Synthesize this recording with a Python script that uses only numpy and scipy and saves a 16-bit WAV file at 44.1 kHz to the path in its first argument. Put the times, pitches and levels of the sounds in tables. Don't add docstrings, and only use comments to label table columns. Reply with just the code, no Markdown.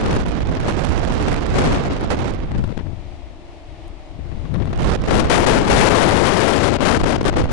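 import sys
import numpy as np
from scipy import signal
from scipy.fft import rfft, irfft, next_fast_len
from scipy.io import wavfile
from scipy.ndimage import uniform_filter1d, map_coordinates

SR = 44100
rng = np.random.default_rng(int(sys.argv[2]) if len(sys.argv) > 2 else 0)


def transcribe(u):
    v = np.clip(np.atleast_2d(u).T, -1, 1)
    q = np.round(v * 32767).astype(np.int16)
    wavfile.write(sys.argv[1], SR, q)


N = 331632


def amp(db):
    return 10 ** (np.asarray(db) / 20)


def unit(x):
    return x / np.sqrt(np.mean(x ** 2) + 1e-20)


def along(points, hz):
    f, v = np.transpose(points)
    return np.interp(np.log(hz + 1), np.log(f + 1), v)


def curves(rows):
    seconds, *columns = np.transpose(rows)
    t = np.arange(N) / SR
    return [np.interp(t, seconds, column) for column in columns]


def wobble(rate):
    knots = rng.standard_normal(int(N * rate / SR) + 4)
    return map_coordinates(knots, [np.arange(N) * rate / SR])


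def flicker(rate):
    jumps = np.cumsum(rng.random(N) < rate / SR)
    levels = rng.standard_normal(N + 1)
    return uniform_filter1d(levels[jumps], size=30)


def filtered(x, response):
    m = next_fast_len(x.shape[-1] + 8192)
    spectrum = rfft(x, m) * response(np.fft.rfftfreq(m, 1 / SR))
    return irfft(spectrum, m)[..., :x.shape[-1]]


def wind(port, side, full_db, tear_db, swell_db, coarse, buffet_full_db):
    # frequency in Hz, relative level in dB per Hz.
    big_eddies = [(10, -9), (35, 1), (70, 1), (130, -4.5), (400, -29), (1500, -47), (20000, -83)]
    small_eddies = [(10, -5.5), (100, -2), (380, 0), (700, -5), (1500, -12.5), (6000, -28.5), (11000, -37),
                    (20000, -68.5)]
    # start in seconds, length in ms.
    lulls = [(0.242, 9.2), (0.394, 10.2), (0.437, 11.3), (0.5, 8.2), (0.585, 10.1), (0.727, 5.9), (1.4, 7),
             (1.889, 9), (1.989, 7.28), (2.157, 8.95), (2.235, 5.97), (4.966, 31.7)]
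    lull_db = -6

    buffet_db, calm_db = curves(port)
    calm_power = amp(2 * (calm_db + swell_db * wobble(35)))
    rasp_db = 10 * np.log10(calm_power + gusts(side))

    unsteady = np.clip(-rasp_db / 18, .5, 1.1)
    tearing = coarse * flicker(rate=150) + .8 * flicker(rate=450)
    kicks = flicker(rate=650)
    lurches = .25 * kicks + .8 * np.clip(kicks - 1.2, 0, 1.1)
    jerks = 2 ** (unsteady * lurches)

    lull_gate = held([(s, s + ms / 1000, 0, 0) for s, ms in lulls])
    letting_go = lull_db * (side < 0) * lull_gate
    rasp_db = rasp_db + tear_db * unsteady * tearing + letting_go

    buffet = eddies(big_eddies, buffet_db + 1.8 * wobble(14), buffet_full_db, octave_db=21, jerks=jerks)
    rasp = eddies(small_eddies, rasp_db, full_db, octave_db=12., jerks=jerks)
    return buffet + rasp


def eddies(spectrum, level_db, full_db, octave_db, jerks):
    noise = rng.standard_normal(3 * N)
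    pattern = unit(filtered(noise, lambda hz: amp(along(spectrum, hz))))
    speed = np.clip(2 ** ((level_db - full_db) / octave_db) * jerks, .02, 2.5)
    position = np.cumsum(speed)
    return amp(level_db) * map_coordinates(pattern, [position])


def gusts(side):
    # start in seconds, end in seconds,
    # port (1 left, -1 right), rasp level in dB at the start and at the end, before tearing.
    gust_rows = [(0.0, 0.178, 1, -19, -19), (1.541, 1.765, 1, -13, -15), (2.103, 2.15, -1, -11, -18),
                 (2.104, 2.16, 1, -19, -22), (2.19, 2.302, -1, -18, -19), (4.788, 4.963, -1, -19, -15),
                 (4.841, 4.939, -1, -16, -17.5), (5.077, 5.255, 1, -11, -14), (5.105, 5.205, 1, -10, -8),
                 (5.297, 5.453, 1, -1, -9), (5.464, 5.633, 1, -3, -10), (5.64, 6.77, 1, -11, -10),
                 (5.7, 5.751, -1, -20, -17), (5.699, 5.89, 1, -4, -4), (5.9, 6.691, 1, -6, -11),
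                 (6.805, 6.978, 1, -8, -7), (6.853, 6.919, 1, -8, -8), (6.998, 7.015, 1, -11.5, -12.5),
                 (7.034, 7.046, 1, -7, -9), (7.056, 7.166, 1, -9.5, -10.5), (7.252, 7.3, 1, -5, -9.5),
                 (7.356, 7.376, 1, -13, -8.5), (7.381, 7.408, 1, -7.5, -10.5),
                 (7.488, 7.52, 1, -18.5, -17.5)]
    # start in seconds, port (1 left, -1 right), length in ms,
    # rasp level in dB at the start, before tearing.
    puff_rows = [(0.033, 1, 9.2, -12), (0.057, 1, 13.2, -11), (0.085, 1, 11.8, -14), (0.125, 1, 7.8, -15),
                 (0.158, 1, 19, -14), (0.197, 1, 4.5, -17), (0.261, 1, 13.3, -21), (0.339, 1, 8.3, -20),
                 (0.406, 1, 9.5, -19), (0.495, 1, 9.6, -19), (0.568, 1, 15.6, -17), (0.635, 1, 8.2, -16),
                 (0.654, 1, 14.1, -17), (0.682, 1, 12.5, -12), (0.723, 1, 5.9, -19), (0.982, 1, 11.8, -21),
                 (1.002, 1, 10.4, -19), (1.103, 1, 17, -20), (1.205, 1, 14.7, -15), (1.275, 1, 12.5, -15),
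                 (1.319, 1, 11.6, -19), (1.373, 1, 14, -21), (1.583, 1, 16.7, -8), (1.851, 1, 10, -15),
                 (1.9, 1, 22.2, -19), (1.962, 1, 12.6, -17), (2.308, 1, 13.8, -25), (2.485, 1, 6.2, -21),
                 (2.512, 1, 7.6, -18), (2.546, 1, 19, -19), (2.578, -1, 16.7, -23), (2.639, 1, 9.6, -18),
                 (2.722, 1, 4.95, -23), (2.772, 1, 11, -19), (2.79, 1, 23.5, -18), (2.86, 1, 12.3, -25),
                 (4.195, 1, 16.7, -29), (4.315, 1, 18, -27), (4.453, 1, 8.5, -23), (4.54, 1, 7.8, -16),
                 (4.551, 1, 13, -18), (4.6, 1, 12, -17), (4.62, 1, 16, -16), (4.672, 1, 11.6, -20),
                 (4.73, 1, 7, -16), (4.733, -1, 5.5, -15), (5.428, -1, 7.6, -14), (5.462, -1, 17, -19),
                 (5.578, -1, 8.1, -19), (5.635, -1, 5, -16), (5.807, -1, 17.2, -18), (6.12, -1, 7.8, -15),
                 (6.785, 1, 16, -13), (7.013, -1, 5.85, -18.5), (7.044, -1, 19, -20), (7.18, 1, 7.6, -15.5),
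                 (7.21, 1, 9.1, -13.5), (7.211, -1, 8.4, -18), (7.242, -1, 15, -17), (7.325, 1, 20, -18.5),
                 (7.362, -1, 11.7, -16), (7.417, 1, 8.1, -10), (7.438, 1, 10.5, -15.5), (7.455, -1, 5, -17)]
    puff_fade_db = -5

    long = [(start, end, first, last) for start, end, port, first, last in gust_rows if port * side > 0]
    short = [(s, s + ms / 1000, db, db + puff_fade_db) for s, port, ms, db in puff_rows if port * side > 0]
    return held(long + short)


def held(rows):
    power = np.zeros(N)
    for start, end, first_db, last_db in rows:
        span = slice(round(start * SR), round(end * SR))
        power[span] += amp(2 * np.linspace(first_db, last_db, len(power[span])))
    return edged(power)


def edged(x):
    edge_s = .003
    return np.abs(uniform_filter1d(x, max(round(edge_s * SR), 1)))


def snaps():
    # start in seconds, noise level in dB before the final 6 dB boost,
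    # left minus right in dB.
    crackles = [(2.46, -47, -10), (2.557, -39, 19), (2.642, -24, 20), (2.7772, -26.5, 25),
                (4.541, -31.5, 15), (4.6049, -42, 20), (4.6261, -37, 24), (4.6559, -32, 13),
                (4.6752, -39, 20), (4.732, -31, 10), (4.7891, -34, -12), (4.788, -43, -12),
                (5.0193, -28.5, -8), (5.0395, -23, -12), (7.2153, -57, 16), (7.2305, -24, 14),
                (7.4551, -36, 5)]
    suck_s, suck_db = 0.0007, 14.5
    out, t = np.zeros((2, N + 400)), np.arange(400) / SR
    for s, db, pan_db in crackles:
        dull = unit(signal.lfilter([1], [1, -1.5, .56], rng.standard_normal(len(t))))
        burst = amp(db - 60 * t / .012) * dull
        burst -= amp(db + suck_db) * t / suck_s * np.exp(1 - t / suck_s)
        port_gain = amp(6 + np.minimum([[pan_db], [-pan_db]], 0))
        out[:, round(s * SR):][:, :len(t)] += burst * port_gain
    return out[:, :N]


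def rolling():
    # frequency in Hz, relative level in dB per Hz.
    wheel_noise = [(71, -5), (120, -52), (218, -45), (259, -6), (345, -1), (388, -10), (527, -12.5),
                   (603, -5), (1520, -23), (2100, -18.5), (3820, -24), (9420, -41), (11900, -55),
                   (15400, -82), (22000, -120)]
    # frequency in Hz, width in Hz, relative level in dB.
    body_modes = [(265, 41, -1), (672.9, 220, -5), (2100, 120, -31)]
    # frequency in Hz, left-right likeness (1 is identical).
    likeness = [(60, 0.088), (220, 1), (830, 0.44), (3070, 0.11), (11400, -0.16)]
    # frequency in Hz, left minus right in dB.
    balance = [(60, -18), (350, -0.5), (1990, 4), (11400, 4)]
    # time in seconds, left change in dB, right change in dB.
    in_the_open = [(0.0, -0.5, 1), (2.6, 1.5, 1.5), (2.9, 1, 0), (4.5, 0, 1), (4.8, 0, 5), (7.52, 1, 6.5)]

    def ring(f):
        return 1 + 0.57 * sum(amp(db) * 1j * f * w / (c * c - f * f + 1j * f * w) for c, w, db in body_modes)

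    def colour(hz):
        turn = np.arccos(np.clip(along(likeness, hz), -1, 1)) / 2
        return amp(along(wheel_noise, hz)) * ring(hz) * [np.cos(turn), np.sin(turn)]

    mid, side = filtered(rng.standard_normal((2, N)), colour)
    ports = np.array([mid + side, mid - side])
    pair = filtered(ports, lambda hz: amp(np.outer([.5, -.5], along(balance, hz))))
    swaying_db = .8 * wobble(5) + .8 * wobble(14)
    return amp(-41.5 + swaying_db + np.array(curves(in_the_open))) * unit(pair)


def hum():
    # centre in Hz, distance in Hz at which the amplitude response halves, rms level in dB.
    resonance = (345, 5, -52)
    hz, width, db = resonance
    noise = rng.standard_normal(N)
    return amp(db) * unit(filtered(noise, lambda f: 1 / (1 + ((f - hz) / width) ** 2)))


def tick():
    # start in seconds, level in dB before differencing and the gains of the two ports.
    cracks = [(3.8807, -44)]
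    out, t = np.zeros(N + 400), np.arange(400) / SR
    for s, db in cracks:
        bright = np.diff(rng.standard_normal(len(t) + 1))
        out[round(s * SR):][:len(t)] += amp(db - 60 * t / .006) * bright
    return out[:N] * amp([[-6], [2.5]])


def scene():
    # time in seconds, buffet level in dB, rasp level in dB, both before random swelling.
    left_port = [(0.0, -24, -26), (0.18, -20, -27), (0.45, -24, -29), (0.68, -26, -24), (0.85, -26, -32),
                 (1.3, -28.5, -25), (1.48, -24, -30), (1.7, -19, -22), (1.95, -28.5, -25), (2.15, -21, -25),
                 (2.44, -24, -34), (2.52, -18, -30), (2.68, -16, -32), (2.76, -23, -33), (2.88, -18, -35),
                 (3.0, -26, -46), (3.43, -36.5, -46), (3.85, -29, -46), (4.03, -35.5, -46),
                 (4.13, -32, -45), (4.19, -22, -37), (4.42, -22, -33), (4.52, -17, -30), (4.78, -17, -28),
                 (5.03, -25.5, -27), (5.3, -26, -17), (5.95, -30.5, -17), (6.7, -26.5, -20),
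                 (7.2, -27, -24), (7.38, -20.5, -21.5), (7.52, -29.5, -20)]
    right_port = [(0.0, -18, -18), (0.6, -17, -19), (0.68, -15.5, -16.5), (1.0, -13, -16.5),
                  (1.3, -16.5, -16), (1.45, -19, -18), (1.67, -16, -14), (1.8, -22.5, -18),
                  (2.06, -21, -21), (2.3, -23, -21), (2.57, -23, -28), (2.73, -36.5, -45.5),
                  (3.0, -47, -46), (4.4, -48, -46), (4.62, -38, -48), (4.76, -19, -23), (4.95, -14.5, -23),
                  (5.3, -19, -21), (5.5, -20, -26), (5.73, -18, -22), (5.9, -23, -26.5), (6.12, -23, -26),
                  (6.25, -30, -33.5), (6.6, -36, -34), (6.84, -21.5, -32), (6.92, -28.5, -30),
                  (7.04, -18, -28), (7.12, -26.5, -30.5), (7.36, -17, -25.5), (7.52, -20, -29.5)]
    left = wind(left_port, side=1, full_db=-6, tear_db=2.08, swell_db=2.5, coarse=.9, buffet_full_db=-21)
    right = wind(right_port, side=-1, full_db=-10.0, tear_db=1.21, swell_db=0.54, coarse=.6,
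                 buffet_full_db=-13)
    return np.array([left, right]) + rolling() + snaps() + hum() + tick()


def record(dry):
    # frequency in Hz, gain in dB.
    capsule = [(8, 4.5), (25, -2), (9000, -1), (10300, 0.5), (11500, -12.5), (12000, -17)]
    vent_hz, top_hz = 9.3, 11950

    stop = np.where(dry > 0, .32, .72)
    knee = np.where(dry > 0, 6.5, 2.2)
    limited = dry / (1 + np.abs(dry / stop) ** knee) ** (1 / knee)
    moved = limited + 0.021 * dry

    def response(hz):
        return amp(along(capsule, hz)) * 1j * hz / (vent_hz + 1j * hz) * (hz < top_hz)

    return filtered(moved, response)


dry = scene()
out = record(dry)
transcribe(out)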